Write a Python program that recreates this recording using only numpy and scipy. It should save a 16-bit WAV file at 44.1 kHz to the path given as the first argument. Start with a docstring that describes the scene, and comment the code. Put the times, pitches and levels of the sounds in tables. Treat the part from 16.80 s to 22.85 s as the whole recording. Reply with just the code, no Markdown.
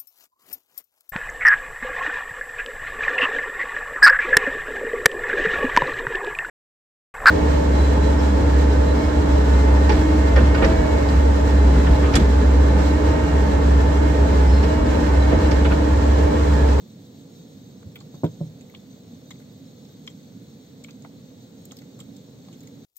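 """Gas ring in a cramped van kitchen

A pot's gas flame is two bands of fluttering noise; its jet hiss is broad noise plus flickering resonances.
Something set down on the wooden worktop knocks and bounces: soft pushes ring the board's modes.
Small things tick and crackle in a cook's hands: rattle bursts through resonators, and grainy noise.
Two spaced ports hear it, with close reflections on the handling; the finished sound is thin
from 9 to 11.5 kHz."""
import sys
import numpy as np
from scipy import signal
from scipy.fft import rfft, irfft, next_fast_len
from scipy.io import wavfile
from scipy.ndimage import uniform_filter1d, map_coordinates

SR = 44100
rng = np.random.default_rng(int(sys.argv[2]) if len(sys.argv) > 2 else 0)


def pcm_store(signal):
    """Save signal as 16-bit PCM."""
    levels = np.round(np.clip(np.atleast_2d(signal), -1, 1) * 32767)
    wavfile.write(sys.argv[1], SR, levels.astype(np.int16).T)


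N = 266805
LENGTH = next_fast_len(N)
HZ = np.maximum(np.arange(LENGTH // 2 + 1) * SR / LENGTH, 1)

# Low flame roar spectrum. Each row: frequency in Hz, relative density in dB.
LOW_ROAR_SPECTRUM = [(15, -77), (25, -56), (48, -52), (58, -26), (101, -5), (145, -1), (248, -2),
                     (279, -0.5), (312, -19), (340, -28), (440, -80), (750, -120)]
# Upper flame roar spectrum. Each row: frequency in Hz, relative density in dB.
UPPER_ROAR_SPECTRUM = [(200, -20.5), (340, 2.5), (355, -3), (489, 2.5), (584, -6.5), (917, -16), (992, -19),
                       (1100, -19), (1430, -25.5), (2420, -120)]
# Low roar loudness. Each row: time in seconds, level in dB.
LOW_ROAR_LEVEL = [(0.0, -44), (0.3, -46.5), (0.74, -44.5), (1.4, -43.5), (2.17, -45.5), (3.57, -43.5),
                  (3.82, -47), (4.2, -43), (4.7, -45.5), (6.05, -44)]
# Upper roar loudness. Each row: time in seconds, level in dB.
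UPPER_ROAR_LEVEL_DB = [(0, -54), (1.2, -53.5), (2.5, -53.5), (3.5, -55), (4.8, -53.5), (6.05, -53.5)]
# Roar power shared by the ports. Each row: frequency in Hz, share from 0 to 1.
ROAR_SHARED = [(30, 0.57), (130, 1), (300, 0.9), (500, 1), (650, 0.55), (800, 0.44), (1100, 0.084)]
# Roar balance. Each row: frequency in Hz, left minus right in dB.
ROAR_PAN = [(60, 0.5), (200, -1.5), (380, -5), (700, 1), (1200, 1.5)]
# Roar phase between ports. Each row: frequency in Hz, left lead in radians.
ROAR_LEAD = [(30, -0.16), (200, -0.055), (500, -0.74), (1100, -0.64)]

# Broad jet noise spectrum. Each row: frequency in Hz, relative density in dB.
JET_SPECTRUM = [(500, -8), (900, -16), (1500, -8.5), (2000, -9), (2600, -11), (3500, -11), (4700, -10.5),
                (5100, -14), (6000, -13.5), (7000, -19), (7800, -12), (8300, -18), (11800, -21),
                (12700, -27), (14000, -15.5), (15000, -18), (16000, -5.5)]
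# Burner resonances in the hiss. Each row: frequency in Hz, nominal width in Hz, left and right relative dB.
BURNER_MODES = [(3200, 260, -16, -8), (3500, 260, -5, -8), (3750, 140, -2, 3), (3990, 200, 0, -1),
                (4300, 280, -3.5, -7), (4620, 220, -7, -7), (5380, 110, -1, -11), (5590, 120, -7, -15),
                (6270, 300, -1, -6), (6650, 340, -7, -9), (7080, 340, -10, -24), (7500, 260, -7, -10),
                (8450, 170, -14, -4), (13100, 350, -19, -16), (14350, 400, -14, -8)]
# Hiss phase between ports, also used for rustles. Each row: frequency in Hz, left lead in radians.
JET_LEAD = [(0, 0), (1500, -2.5), (2000, -4), (2600, -3.5), (3100, -4.8), (3400, -6.3), (3750, -8.5),
            (4100, -7.7), (4400, -5.8), (5000, -9.3), (5350, -12.6), (6000, -9.9), (6300, -11.2),
            (7000, -12.6), (8400, -15.9), (9500, -18.8), (12200, -22.6), (13000, -25.6), (13400, -23),
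            (14200, -24.6), (14800, -27.5), (16000, -27)]
JET_DB, FLICKER_DB = -55.5, 1.8
JET_SHARED, BURNER_SHARED = .2, .75   # share of power common to both ports

# Ticks and crackles. Each row: time in seconds, lower pitch in Hz, its relative level in dB,
# upper pitch in Hz, its relative level in dB, rattle t60 in seconds (held to 0.01-0.2).
TICK_EVENTS = [(1.0265, 1340, -42.5, 6800, -59, 0.01), (1.1544, 3090, -43.5, 12040, -42.5, 0.063),
               (1.1566, 2200, -40, 1280, -47, 0.038), (1.188, 3500, -55, 6870, -55, 0.023),
               (1.202, 4400, -49, 6900, -48.5, 0.068), (1.207, 1160, -41, 3200, -67, 0.029),
               (1.3412, 980, -47.5, 5600, -54, 0.087), (1.4362, 1460, -44, 6760, -49.5, 0.11),
               (1.4415, 2550, -52, 3640, -47, 0.077), (1.461, 3750, -49.5, 6800, -71, 0.06),
               (1.8076, 2480, -56.5, 6800, -51, 0.071), (1.897, 2130, -53, 13000, -49, 0.019),
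               (1.9382, 1030, -45, 2420, -56, 0.067), (1.947, 2870, -39, 3490, -44, 0.02),
               (1.958, 3300, -51, 6400, -68, .015), (2.505, 6340, -43.5, 7200, -52, 0.041),
               (2.5058, 1080, -45, 2000, -43.5, 0.033), (2.5085, 3730, -42, 6300, -52, 0.023),
               (2.515, 1000, -60, 3500, -44.5, 0.036), (2.556, 2200, -57, 6300, -64, 0.017),
               (2.617, 2100, -56, 12000, -52, 0.027), (2.599, 1400, -54, 9000, -57, 0.037),
               (3.0496, 800, -54, 4940, -49, 0.021), (3.267, 6400, -44, 7400, -57, 0.013),
               (3.2735, 1120, -46, 5300, -42, 0.04), (3.2738, 2200, -36.5, 3200, -36, 0.022),
               (3.2805, 2280, -47, 3490, -48, .015), (3.2988, 2110, -56, 7400, -52.5, 0.062),
               (4.038, 5700, -40, 7640, -45.5, 0.032), (4.0440, 2390, -36, 3300, -44, 0.011),
               (4.0437, 5000, -60, 7260, -49, 0.015), (4.0828, 1210, -46.5, 2480, -48, 0.076),
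               (4.106, 4800, -46, 6400, -50, 0.034), (4.221, 800, -70, 6800, -47.5, .02),
               (4.2463, 830, -37, 1290, -37, 0.009), (4.2463, 2120, -45, 680, -36, .01),
               (4.2525, 820, -44, 1500, -53, .02), (4.259, 840, -53, 1510, -50, 0.03),
               (4.8525, 7550, -41.5, 12800, -39, 0.019), (4.9088, 3300, -43, 1300, -56, 0.018),
               (4.917, 1330, -45, 6600, -39.5, 0.045), (4.9208, 800, -51, 12000, -55, 0.023),
               (4.9664, 5000, -46, 13000, -45, 0.046), (4.986, 4470, -44, 12000, -48, 0.035),
               (5.0165, 1940, -52, 6800, -55, 0.05), (5.1896, 1150, -45, 7300, -49, 0.027),
               (5.2005, 3280, -45.5, 7430, -42.5, 0.048), (5.2075, 1280, -48, 12000, -46, 0.022),
               (5.3648, 7300, -46.5, 5400, -50, 0.021), (5.6483, 3500, -55, 6800, -56, 0.024),
               (5.682, 970, -45, 4500, -52, 0.038), (5.7262, 2960, -52.5, 6950, -51.5, 0.093),
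               (5.804, 6600, -47, 13000, -50, 0.048), (5.8317, 2220, -56.5, 13000, -45.5, .03),
               (5.872, 2050, -54, 6800, -42, 0.016)]
# Resonances of the small things. Each row: frequency in Hz, nominal width in Hz, relative level in dB.
SMALL_MODES = [(680, 170, -6), (820, 120, 2), (1080, 220, -2), (1280, 260, -6), (1460, 240, -3),
               (1650, 260, -6), (2040, 190, 1), (2280, 220, -1), (2550, 240, -5), (2870, 200, -5),
               (3200, 200, 0), (3490, 210, -1), (3730, 200, -1), (4000, 260, -4), (4350, 350, -5),
               (4800, 400, -6), (5300, 350, -4), (6280, 360, -5), (6800, 360, -7), (7350, 320, -1),
               (8340, 500, -6), (11530, 1900, -3), (13700, 1800, -6), (14700, 1800, 2)]
TICK_RISE_S, TICK_PEAK_S, TICK_LAG_S = .0009, .001, .00011   # e-fold rise, peak delay, right port's lag
SNAP_DB, TICK_SCATTER_DB = 14, 2
# modes nearest a pitch stand out of a broad spread
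TICK_NEAR_DB_PER_OCTAVE, TICK_SPREAD_DB, TICK_FALL_DB_PER_OCTAVE = 80, -7, 15

# Blows on the worktop. Each row: time in seconds, relative strength in dB, contact sharpness in Hz,
# spot (0 first, 1 where it bounces to).
BLOWS = [(1.055, -15.5, 59, 0), (1.066, -12.5, 66, 0), (1.3412, -35, 350, 0), (1.4345, -15, 415, 0),
         (1.4381, -21, 460, 0), (1.4421, -7.5, 340, 0), (1.6059, -22.5, 212, 1), (1.6115, -17, 242, 1),
         (1.637, -24, 117, 1), (1.668, -28, 122, 1), (1.6937, -27, 107, 1), (1.752, -31, 120, 1),
         (4.815, -25, 70, 0)]
# Worktop modes. Each row: frequency in Hz, relative level in dB, t60 in seconds, left minus right in dB.
WORKTOP_MODES = [(106, -18.5, 0.17, -2), (124, -27, 0.6, -1.5), (142, -20, 0.17, -2.5), (161, -4, 0.14, -1),
                 (193, -17, 0.24, 0.5), (240, -9, 0.06, -3), (295, -8.5, 0.11, -6), (336, -2.5, 0.052, 1.5),
                 (423, -11, 0.115, 0), (492, -20.5, 0.17, -2), (565, -4, 0.064, -1.5), (621, -9, 0.078, 0),
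                 (680, -10, 0.085, 2.5), (808, -13.5, 0.06, -1), (837, -7.5, 0.066, 12),
                 (951, -8, 0.078, 11), (1040, -13.5, 0.065, -7), (1232, -15, 0.06, 1)]
# Extra drive of the modes from the second spot. Each row: frequency in Hz, gain in dB.
SECOND_SPOT_DRIVE = [(106, -3), (161, 2.5), (240, -3), (336, -8), (423, -2), (492, 6), (565, 5), (680, 0),
                     (808, -7), (951, -1), (1040, -8)]
KNOCK_LAG_S = .0002   # right port's lag

# Rustles of a wrapper or skin. Each row: middle in seconds, half length in seconds, level in dB.
RUSTLE_SWELLS = [(1.16, .006, -60), (1.444, .010, -55), (1.456, .009, -60), (2.512, .008, -59),
                 (2.605, .015, -65), (3.278, .007, -58), (4.045, .006, -60), (4.092, .014, -63),
                 (4.918, .010, -57), (4.97, .004, -58), (4.99, .004, -58), (5.01, .015, -64),
                 (5.203, .013, -55), (5.236, .005, -65), (5.368, .004, -61), (5.79, .025, -65),
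                 (5.878, .01, -62)]
# Rustle spectrum. Each row: frequency in Hz, relative density in dB.
RUSTLE_SPECTRUM = [(600, -30), (1200, -7), (2500, -7), (3500, -4), (5000, -7), (7300, 0), (8500, -5),
                   (12000, -3), (16000, -3)]
RUSTLE_GRAINS_PER_S, RUSTLE_SHARED = 7000, .5

CABIN_T60_S, ALIKE_BELOW_HZ = 0.14, 200
WALL_BASS_HZ, WALL_CUT_HZ = 296, 11000
TICK_ECHO_DB, KNOCK_ECHO_DB = -15, -14

# Overall tone colour, thin from 9 to 11.5 kHz. Each row: frequency in Hz, gain in dB.
OVERALL_COLOUR = [(20, -0.5), (8500, 0.5), (8600, -8), (9100, -2.5), (9500, -11), (11000, -14.5),
                  (11400, -51), (11650, 3), (13000, 4), (20000, -12.5)]
CUTOFF_HZ = 15780


def from_db(db):
    """Decibels to gain."""
    return 10 ** (np.asarray(db) / 20)


def rms_one(x):
    """Scale to rms 1."""
    return x / np.sqrt(np.mean(x ** 2) + 1e-20)


def at_hz(points):
    """A (Hz, value) table read at every bin, straight on a log axis."""
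    hz, value = np.transpose(points)
    return np.interp(np.log(HZ), np.log(hz), value)


def at_time(points):
    """A (s, value) table read at every sample."""
    return np.interp(np.arange(N) / SR, *np.transpose(points))


def drift(knots_per_s):
    """Slow smooth chance through random knots; knot spread 1."""
    knots = rng.standard_normal(400)
    return map_coordinates(knots, [np.arange(N) / SR * knots_per_s], order=3, mode="wrap")


def stereo_noise(gains, share, lead_table):
    """Two ports share part of a noise, shifted in phase by its paths; the rest is their own. rms 1."""
    shared, left, right = rfft(rng.standard_normal((3, LENGTH)))
    share = np.clip(share, 0, 1)
    lead_rad = np.interp(HZ, *np.transpose(lead_table))
    common = np.sqrt(share) * shared * np.array([np.exp(1j * lead_rad), np.ones_like(HZ)])
    own = np.sqrt(1 - share) * np.array([left, right])
    return rms_one(irfft(gains * (common + own), LENGTH)[:, :N])


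def roar(spectrum, level_db, flutter_db):
    """Turbulent burning: low noise that flutters a little."""
    side_db = at_hz(ROAR_PAN) / 2
    gains = from_db(at_hz(spectrum) + np.array([side_db, -side_db]))
    noise = stereo_noise(gains, at_hz(ROAR_SHARED), ROAR_LEAD)
    return from_db(level_db + flutter_db * drift(12.0)) * noise


def jet(level_db):
    """Gas leaving the ports: diffuse broad noise plus burner resonances that both ports share more."""
    broad = from_db(at_hz(JET_SPECTRUM))
    hiss = np.sqrt(np.mean(broad ** 2)) * stereo_noise(broad, JET_SHARED, JET_LEAD)
    for first in range(3):   # three interleaved groups, each with its own flicker
        power = 0
        for hz, width_hz, left_db, right_db in BURNER_MODES[first::3]:
            detuning = (HZ / hz - hz / HZ) * hz / width_hz
            power = power + from_db([[left_db], [right_db]]) ** 2 / (1 + detuning ** 2) ** 2
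        ringing = np.sqrt(np.mean(power)) * stereo_noise(np.sqrt(power), BURNER_SHARED, JET_LEAD)
        hiss = hiss + from_db(FLICKER_DB * drift(17.0)) * ringing
    return from_db(level_db + 0.25 * drift(22.13)) * rms_one(hiss)


def ticks():
    """A brief rattle swells, dies and excites the modes, most those near its two pitches."""
    out, t = np.zeros((2, N + SR)), np.arange(-SR // 40, SR // 10) / SR
    for s, low_hz, low_db, high_hz, high_db, t60_s in TICK_EVENTS:
        shared, left, right = rng.standard_normal((3, len(t)))
        struck_db = rng.normal(0, TICK_SCATTER_DB, len(SMALL_MODES))   # each contact favours other modes
        swell = np.exp((t - TICK_PEAK_S) / TICK_RISE_S)
        fade = from_db(-60 * (t - TICK_PEAK_S) / np.clip(t60_s, .01, .2))
        envelope = np.minimum(swell, fade)
        shared[np.argmax(envelope)] = from_db(SNAP_DB)   # the hardest contact is one clean snap
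        # the left port is nearer the hands
        heard = np.array([shared, np.roll(shared, round(TICK_LAG_S * SR))])
        burst = envelope * (0.79 * heard + 0.67 * np.array([left, right]))
        sound = 0
        for k, (hz, width_hz, db) in enumerate(SMALL_MODES):
            octaves = np.abs(np.log2(hz / np.array([low_hz, high_hz])))
            near_db = -TICK_NEAR_DB_PER_OCTAVE * octaves
            spread_db = TICK_SPREAD_DB - TICK_FALL_DB_PER_OCTAVE * octaves
            near = np.hypot(*from_db([low_db, high_db] + np.maximum(near_db, spread_db)))
            peak, skirt = [signal.iirpeak(hz, hz / width_hz * q, SR) for q in (1.5, .45)]
            # a wide pass first, for steep flanks
            ringing = signal.lfilter(*peak, signal.lfilter(*skirt, burst))
            ringing = ringing / np.sqrt(np.mean(ringing ** 2) / np.mean(envelope ** 2))
            sound = sound + near * from_db(db + struck_db[k]) * ringing * (-1) ** k
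        at = round((s + t[0]) * SR)
        out[:, at:at + len(t)] += sound
    return out[:, :N]


def worktop():
    """Each blow is a short soft push that sets all modes ringing."""
    push, t = np.zeros((2, N)), np.arange(SR // 10) / SR
    for s, db, contact_hz, spot in BLOWS:
        shape = t ** 3 * np.exp(-4 * np.pi * t * contact_hz)
        at = round(s * SR)
        push[spot, at:at + len(t)] -= from_db(db) * shape / shape.sum()
    out = 0
    for hz, db, t60_s, pan_db in WORKTOP_MODES:
        r, w = from_db(-60 / (t60_s * SR)), 2 * np.pi * hz / SR
        second_gain = from_db(np.interp(hz, *np.transpose(SECOND_SPOT_DRIVE)))
        drive = push[0] + second_gain * push[1] + 1e-18
        # the air follows the board's speed
        mode = signal.lfilter([.5, 0, -.5], [1, -2 * r * np.cos(w), r * r], drive)
        out = out + from_db(db + pan_db * np.array([[.5], [-.5]])) * mode
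    out[1] = np.roll(out[1], round(KNOCK_LAG_S * SR))
    # thick wood radiates no deep bass and little treble
    band = signal.butter(3, [80.0, 1400.0], "band", fs=SR, output="sos")
    return signal.sosfilt(band, out)


def rustle():
    """Dense crackle of tiny uneven grains under each swell."""
    t = np.arange(N) / SR
    swell = sum(from_db(db) * np.exp(-((t - s) / half_s) ** 2) for s, half_s, db in RUSTLE_SWELLS)
    grains = (rng.random(N) < RUSTLE_GRAINS_PER_S / SR) * rng.exponential(1, N)
    grainy = rms_one(uniform_filter1d(grains, size=13))
    noise = stereo_noise(from_db(at_hz(RUSTLE_SPECTRUM)), RUSTLE_SHARED, JET_LEAD)
    return swell * rms_one(grainy * noise)


def cabin(x, echo_db):
    """Close walls: a dense dying spray of reflections, alike at both ports only in the bass."""
    t = np.arange(SR // 4) / SR
    decay = from_db(-60 * t / CABIN_T60_S) * (t > .003)
    shared, *own = rng.standard_normal((3, len(t))) * decay
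    low, high = [signal.butter(2, ALIKE_BELOW_HZ, kind, fs=SR, output="sos") for kind in ("low", "high")]
    spray = signal.sosfilt(low, shared) + signal.sosfilt(high, own)
    spray = spray / np.sqrt(np.sum(spray ** 2, axis=1, keepdims=True))
    # thin panels let the bass out, furnishings swallow the treble
    walls = signal.butter(1, [WALL_BASS_HZ, WALL_CUT_HZ], "band", fs=SR, output="sos")
    spray = signal.sosfilt(walls, spray)
    return x + from_db(echo_db) * signal.fftconvolve(x, spray, axes=1)[:, :N]


def scene():
    """Flame and jet, then ticks, knocks and rustles with their cabin reflections."""
    flame = roar(LOW_ROAR_SPECTRUM, at_time(LOW_ROAR_LEVEL), flutter_db=-0.7)
    flame = flame + roar(UPPER_ROAR_SPECTRUM, at_time(UPPER_ROAR_LEVEL_DB), flutter_db=0.26)
    hands = cabin(ticks() + rustle(), TICK_ECHO_DB)
    knocks = cabin(worktop(), KNOCK_ECHO_DB)
    return flame + jet(JET_DB) + hands + knocks


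def record(dry):
    """Overall tone colour, thin from 9 to 11.5 kHz, then the top is cut."""
    coloured = irfft(rfft(dry, LENGTH) * from_db(at_hz(OVERALL_COLOUR)), LENGTH)[:, :N]
    top_cut = signal.ellip(12, .5, 60, CUTOFF_HZ, fs=SR, output="sos")
    return signal.sosfilt(top_cut, coloured)


dry = scene()
out = record(dry)
pcm_store(out)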